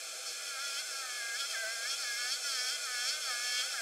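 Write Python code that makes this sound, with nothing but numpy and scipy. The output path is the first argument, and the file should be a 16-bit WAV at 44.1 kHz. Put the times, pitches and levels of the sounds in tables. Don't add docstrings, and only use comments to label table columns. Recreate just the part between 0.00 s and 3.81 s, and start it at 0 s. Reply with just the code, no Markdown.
import sys
import numpy as np
from scipy import signal
from scipy.fft import rfft, irfft, next_fast_len
from scipy.io import wavfile
from scipy.ndimage import uniform_filter1d

SR = 44100
rng = np.random.default_rng(int(sys.argv[2]) if len(sys.argv) > 2 else 0)


def amplitude_ratio(level_db):
    exponent = np.asarray(level_db, float) / 20
    return 10 ** exponent


def transcribe(signal):
    frames = np.atleast_2d(signal).T
    limited = np.clip(frames, -1, 1)
    pcm = np.round(limited * 32767).astype(np.int16)
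    wavfile.write(sys.argv[1], SR, pcm)


N = 168021

# [f/Hz, level/dB]
HISS = [(200, -26.5), (370, -11), (520, -1), (1400, -1.5), (5500, 2.5), (8000, -1), (12000, -13),
        (15500, -28.5)]
# [t/s, level/dB]
HISS_RISE = [(0, -2.67), (1.5, -1.67), (3.81, -0.7)]
# [f/Hz, width/Hz, level/dB]
HUM = [(1352, 60, -62), (1653, 60, -62)]
# [f/Hz, level/dB]
SHELL = [(450, -37), (655, 3), (770, -12), (1180, -8.5), (1400, 2.5), (1680, 5.5), (2200, -4), (2700, -48)]
# [f/Hz, width/Hz, level/dB]
RINGS = [(2080, 770, -6), (2715, 240, -3), (3237, 156, 2.5), (3460, 400, -4), (4590, 410, 1.5),
         (4974, 62, 5.5), (5430, 270, 5.5), (5550, 700, -7.5)]
# [t/s, muscle pitch f/Hz,
# effort level/dB, rattle against thrum level/dB]
EARLY_STROKES = [
    [(0.25, 263.7, -50.5, 10), (0.282, 276.4, -65.5, 24.5), (0.406, 284.5, -51.5, -6),
     (0.418, 295.7, -49, 1), (0.444, 280.4, -50, -1), (0.488, 285.2, -48, 3), (0.56, 267, -47.5, -6)],
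    [(0.58, 261.7, -45, -7), (0.626, 280, -44.5, 0), (0.682, 282.5, -43.5, 2), (0.72, 275.3, -44, -2.5),
     (0.776, 281, -42.5, 1.5), (0.802, 305.5, -52.5, 11.5), (0.84, 289.3, -52, -2)],
    [(0.86, 311.3, -54.5, 7), (0.928, 271.7, -46.5, 0.5), (1.01, 271.5, -49.5, 5),
     (1.032, 259.7, -44.5, -7), (1.07, 254.7, -46, -9), (1.1, 248.2, -44.5, -4), (1.15, 243.2, -47.5, -2),
     (1.19, 242.5, -43, -5), (1.215, 233, -43, -6), (1.328, 231.6, -39.5, -16), (1.36, 245.4, -38, -6)],
    [(1.38, 266.5, -50.5, 6), (1.408, 278.5, -43, 6), (1.444, 276, -41, -5), (1.464, 289.1, -50, 5),
     (1.48, 293, -74, 25), (1.512, 289, -50.5, 12), (1.54, 259.5, -38.5, -6)],
]
MIDDLE_STROKES = [
    [(1.56, 225.5, -40, -5), (1.616, 227.8, -39, -12), (1.65, 215.8, -34.5, -16), (1.744, 233.8, -42, -4),
     (1.772, 226, -42, -5), (1.84, 232.7, -44.5, -1.5), (1.86, 244, -39.5, -7)],
    [(1.88, 255.1, -46, 4), (1.908, 275.2, -47.5, 10.5), (1.942, 276, -46, 7), (1.968, 289, -64, 17),
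     (1.978, 288.5, -53, 11), (2.008, 281.5, -44, 4.5), (2.03, 263, -42.5, 1)],
    [(2.05, 242.3, -41, -1), (2.154, 234.4, -40, -3.5), (2.184, 241.7, -43, 1), (2.25, 243.8, -42.5, 1),
     (2.294, 251.8, -43.5, 2.5), (2.324, 272, -49.5, 14), (2.38, 299.4, -45.5, -1)],
    [(2.4, 290, -61.5, 12), (2.454, 285.4, -41, 2.5), (2.512, 269.2, -44.5, 7), (2.59, 248.2, -41, 2.5),
     (2.64, 250.7, -44, 4), (2.69, 254.6, -45, 8.5), (2.72, 289, -49.5, 10.5), (2.76, 297.5, -47.5, 5.5)],
]
LATE_STROKES = [
    [(2.78, 288.7, -53, -4), (2.838, 286.4, -48.5, 7.5), (2.88, 251.7, -42, -4), (2.98, 242.2, -42.5, 0),
     (3.058, 252.4, -43.5, 6), (3.092, 272.9, -49, 15.5), (3.12, 298.2, -48.5, 7.5),
     (3.16, 306.8, -49.5, 7.5)],
    [(3.18, 307.2, -46, -9), (3.212, 304.5, -56, 13), (3.266, 269, -45, 5), (3.312, 246.3, -41, 0.5),
     (3.362, 240.5, -43, -1), (3.45, 246.2, -42, 2), (3.52, 244.5, -43.5, 4), (3.57, 247.9, -42, 4),
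     (3.612, 249, -41.5, 4), (3.63, 257.3, -40, -4)],
    [(3.64, 278.8, -48, 8.5), (3.692, 301.7, -47.5, -0.5), (3.73, 284.8, -52.5, 13),
     (3.742, 279.8, -36.5, -9), (3.762, 256.6, -44, 0), (3.786, 235, -40.5, -6), (3.81, 222.2, -43, -7)],
]
# [t/s, even partials level/dB, low shell level/dB, middle ring level/dB]
GRIP = [(.3, 2, -0.5, -9), (.45, -4.5, -3, 2), (.59, -3.5, 1, 0), (.63, -8, 0.5, 3.5), (.78, -12, 0, 5.5),
        (.95, -1.5, 1, -8), (1.1, -13.5, 5.5, 2), (1.34, -7.5, -10.5, -1.5), (1.45, -11.5, 3, 5.5),
        (1.6, -15, -9, -2), (1.82, -6, -4, -5.5), (1.95, -9, 4, 3), (2.1, -15.5, -5, -7),
        (2.17, -15, -12, -2), (2.19, -2.5, -2, -1), (2.28, -6, 1.5, 1), (2.45, -11, -2.5, -1.5),
        (2.64, -2, 0, -3), (2.78, -6, 6, 5), (2.88, -7.5, 4, -5), (2.96, -2.5, -1.5, 2.5),
        (3.05, -6, 4.5, 0), (3.15, -1.5, 2.5, 3.5), (3.3, -10.5, 7, 0), (3.42, -8, 1.5, -1.5),
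        (3.6, -6, -2, 5.5), (3.8, -9, 0, -2)]
# [centre t/s, low f/Hz, high f/Hz]
SPLITS = [(.187, 7500, 8950), (.443, 5080, 6280), (.443, 12400, 13600), (.466, 8870, 10330),
          (.466, 10940, 12570), (.466, 13000, 14400), (.536, 9560, 11020), (.838, 5600, 6890),
          (.838, 13780, 15000), (.907, 8180, 10330), (1.116, 8180, 9640), (1.116, 14500, 15750),
          (1.232, 8230, 9640), (1.464, 5600, 6890), (2.463, 5600, 6890), (2.463, 8180, 9640),
          (2.463, 10330, 12950), (3.229, 11630, 13090), (3.229, 13700, 15750), (3.392, 5600, 6890),
          (3.392, 14500, 15750), (3.694, 4560, 5680), (3.694, 11020, 12320)]

HISS_DB = -38.5
WHINE_HZ, WHINE_DB, WHINE_WAVER_DB = 2444, -57.5, 3
WOBBLE, WIGGLE = 0.0025, 0.003
SHIMMER_DB, SHIMMER_PER_S = 1.6, 26
THRUM_DB, SHELL_SPLIT_HZ = 2.5, 1430
RATTLE_DB, RING_SPLIT_HZ, LOW_CUT_HZ = 2.5, 3800, 1900
RASP_DB, RASP_TURNS, RATTLE_EVEN = 2.3, 0.0022, 0.5
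PUFF = 0.84
SCRAPE_DB, SCRAPE_HZ, SCRAPE_WIDTH_HZ = -9, 5660, 790
TOP_DB, TOP_HZ, TOP_WIDTH_HZ = -29, 15300, 900
FIZZ_DB, FIZZ_HZ = -6.5, 6130
FIZZ_FOLLOW, FIZZ_REST_DB = 0.77, -44.5
START_S = 0.016
LOW_NOTCH_HZ, LOW_DEPTH = 142.8, 0.97
HIGH_NOTCH_HZ, HIGH_DEPTH = 952.8, 0.99
COMB_FADE_HZ, COMB_STEEP = 6300, 11
NARROW, NARROW_HZ = 0.084, 9000
LOW_EDGE_HZ, HIGH_EDGE_HZ, EDGE_STEEP = 818, 1084, 17.4
EDGE_HZ = 15740
RUMBLE_DB, RUMBLE_HZ = -85.5, 7
SPLIT_DB = -3.5


def evened(x):
    return x / np.sqrt(np.mean(x ** 2) + 1e-20)


def read(points, hz):
    f, value = np.transpose(points)
    return np.interp(np.log(hz + 1), np.log(f + 1), value)


def over_time(rows, column):
    rows = np.array(rows)
    return np.interp(np.arange(N) / SR, rows[:, 0], rows[:, column])


def coloured(x, gain):
    size = next_fast_len(N + 4096)
    return irfft(rfft(x, size) * gain(np.fft.rfftfreq(size, 1 / SR)), size)[:N]


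def bump(centre_hz, width_hz):
    return lambda f: np.exp(-((f - centre_hz) / width_hz) ** 2)


def drift(per_s, count):
    steps = np.arange(0, N + 64, 64) / SR
    f = (per_s * np.geomspace(0.1, 1, num=16))[:, None]
    phase = rng.random((count, 16, 1))
    waves = np.sin(2 * np.pi * (f * steps + phase)) / np.sqrt(f)
    return np.repeat(evened(waves.sum(1)), 64, axis=1)[:, :N]


def jitter(size):
    return evened(uniform_filter1d(rng.standard_normal(N), size=size))


def hiss():
    noise = evened(coloured(rng.standard_normal(N), lambda f: amplitude_ratio(read(HISS, f))))
    bass = coloured(noise, lambda f: f < 1000)
    return amplitude_ratio(HISS_DB) * (bass + amplitude_ratio(over_time(HISS_RISE, 1)) * (noise - bass))


def whine():
    level, bend = drift(8.25, count=2)
    tone = np.sqrt(2) * np.sin(2 * np.pi * np.cumsum(WHINE_HZ + 0.33 * bend) / SR)
    tone *= amplitude_ratio(WHINE_DB + uniform_filter1d(WHINE_WAVER_DB * level, size=64))
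    for hz, width, db in HUM:
        hum = coloured(rng.standard_normal(N), lambda f: 1 / (1 + ((f - hz) / width * 2) ** 2))
        tone += amplitude_ratio(db) * evened(hum)
    return tone


def ringing(f):
    return sum((-1) ** k * amplitude_ratio(db) / (1 + 2j * (f - hz) / width)
               for k, (hz, width, db) in enumerate(RINGS))


def grit(turns):
    puffs = rng.standard_normal(N) * np.exp(-(turns % 1) / PUFF)
    scrape = coloured(puffs, bump(SCRAPE_HZ, SCRAPE_WIDTH_HZ))
    sizzle = coloured(puffs, bump(TOP_HZ, TOP_WIDTH_HZ))
    fizz = coloured(puffs, lambda f: amplitude_ratio(read(HISS, f)) / (1 + (FIZZ_HZ / (f + 1)) ** 90.0))
    return evened(scrape), evened(sizzle), evened(fizz)


def thrum_and_rattle(hz, turns, wander):
    even_db, shell_db, ring_db = (over_time(GRIP, c) for c in (1, 2, 3))
    slip = RASP_TURNS * jitter(180)
    flicker = drift(40, count=41)
    thrum, rattle = np.zeros((2, N))
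    for k in range(1, 34):
        f = k * hz
        grip_db = even_db * (1 - k % 2)
        shimmer_db = uniform_filter1d(SHIMMER_DB * wander[k], size=64)
        thrum_db = read(SHELL, f) + grip_db + shell_db / (1 + (f / SHELL_SPLIT_HZ) ** 10)
        thrum += np.cos(2 * np.pi * k * turns) * amplitude_ratio(shimmer_db) * amplitude_ratio(thrum_db)
        rasp_db = uniform_filter1d(RASP_DB * flicker[k], size=64)
        rasp_db = rasp_db + RATTLE_EVEN * grip_db * (k < 11)
        rattle_gain = amplitude_ratio(rasp_db + ring_db / (1 + (f / RING_SPLIT_HZ) ** 20))
        low_cut = 1 + (LOW_CUT_HZ / f) ** 8.7
        rattle += np.cos(2 * np.pi * k * (turns + slip)) * rattle_gain / low_cut
    return evened(thrum), evened(coloured(rattle, ringing))


def wasp():
    rows = np.concatenate([*EARLY_STROKES, *MIDDLE_STROKES, *LATE_STROKES])
    hz, effort_db, rattle_db = (over_time(rows, c) for c in (1, 2, 3))
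    wander = drift(SHIMMER_PER_S, count=41)
    turns = np.cumsum(hz * (1 + WOBBLE * jitter(300) + WIGGLE * wander[0])) / SR
    thrum, rattle = thrum_and_rattle(hz, turns, wander)
    scrape, sizzle, fizz = grit(turns)
    bright = amplitude_ratio(RATTLE_DB) * rattle + amplitude_ratio(SCRAPE_DB) * scrape
    press = amplitude_ratio(THRUM_DB) * thrum + amplitude_ratio(rattle_db) * bright + amplitude_ratio(TOP_DB) * sizzle
    fizz_db = FIZZ_DB + FIZZ_REST_DB + FIZZ_FOLLOW * (effort_db + rattle_db - FIZZ_REST_DB)
    begun = np.clip((np.arange(N) / SR - rows[0, 0]) / START_S, 0, 1)
    return begun * (amplitude_ratio(effort_db) * press + amplitude_ratio(fizz_db) * fizz)


def scene():
    return np.tile(hiss() + whine() + wasp(), (2, 1))


def combs(f):
    bass_cut = f ** 2 / (f ** 2 + 110 ** 2)
    low = bass_cut * (1 - LOW_DEPTH * np.exp(-2j * np.pi * f / LOW_NOTCH_HZ)) / 2
    depth = HIGH_DEPTH / (1 + (f / COMB_FADE_HZ) ** COMB_STEEP)
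    late = depth * np.exp(-2j * np.pi * f / HIGH_NOTCH_HZ)
    back = np.minimum(NARROW + (f / NARROW_HZ) ** 2 / 2, 0.85)
    high = (1 - late) / (1 - back * late) * (1 + back * depth) / (1 + depth)
    low = low / (1 + (f / LOW_EDGE_HZ) ** EDGE_STEEP)
    high = high / (1 + (HIGH_EDGE_HZ / (f + 1)) ** EDGE_STEEP)
    return (low + high) * (f < EDGE_HZ)


def rumble(mid):
    floor = coloured(rng.standard_normal(N), lambda f: (f < 400) / np.sqrt(1 + f / RUMBLE_HZ))
    swell = evened(np.sqrt(abs(uniform_filter1d(mid ** 2, size=2000))))
    return amplitude_ratio(RUMBLE_DB) * evened(floor) * swell


def side_patches(mid):
    side = np.zeros(N)
    window = signal.windows.kaiser_bessel_derived(2048, 4 * np.pi)
    hz = np.fft.rfftfreq(2048, 1 / SR)
    for s, lo, hi in SPLITS:
        at = slice(round(s * SR) - 1024, round(s * SR) + 1024)
        band = (hz > lo) * (hz < hi)
        level = np.std(irfft(rfft(mid[at]) * band))
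        noise = evened(irfft(rfft(rng.standard_normal(2048)) * band))
        side[at] += amplitude_ratio(SPLIT_DB) * level * window * noise
    return side


def band_limit(x):
    return signal.sosfilt(signal.butter(12, 15760, fs=SR, output="sos"), x)


def record(dry):
    mid = coloured(dry[0], combs)
    mid = mid + rumble(mid)
    side = side_patches(mid)
    return band_limit(np.array([mid + side, mid - side]))


dry = scene()
out = record(dry)
transcribe(out)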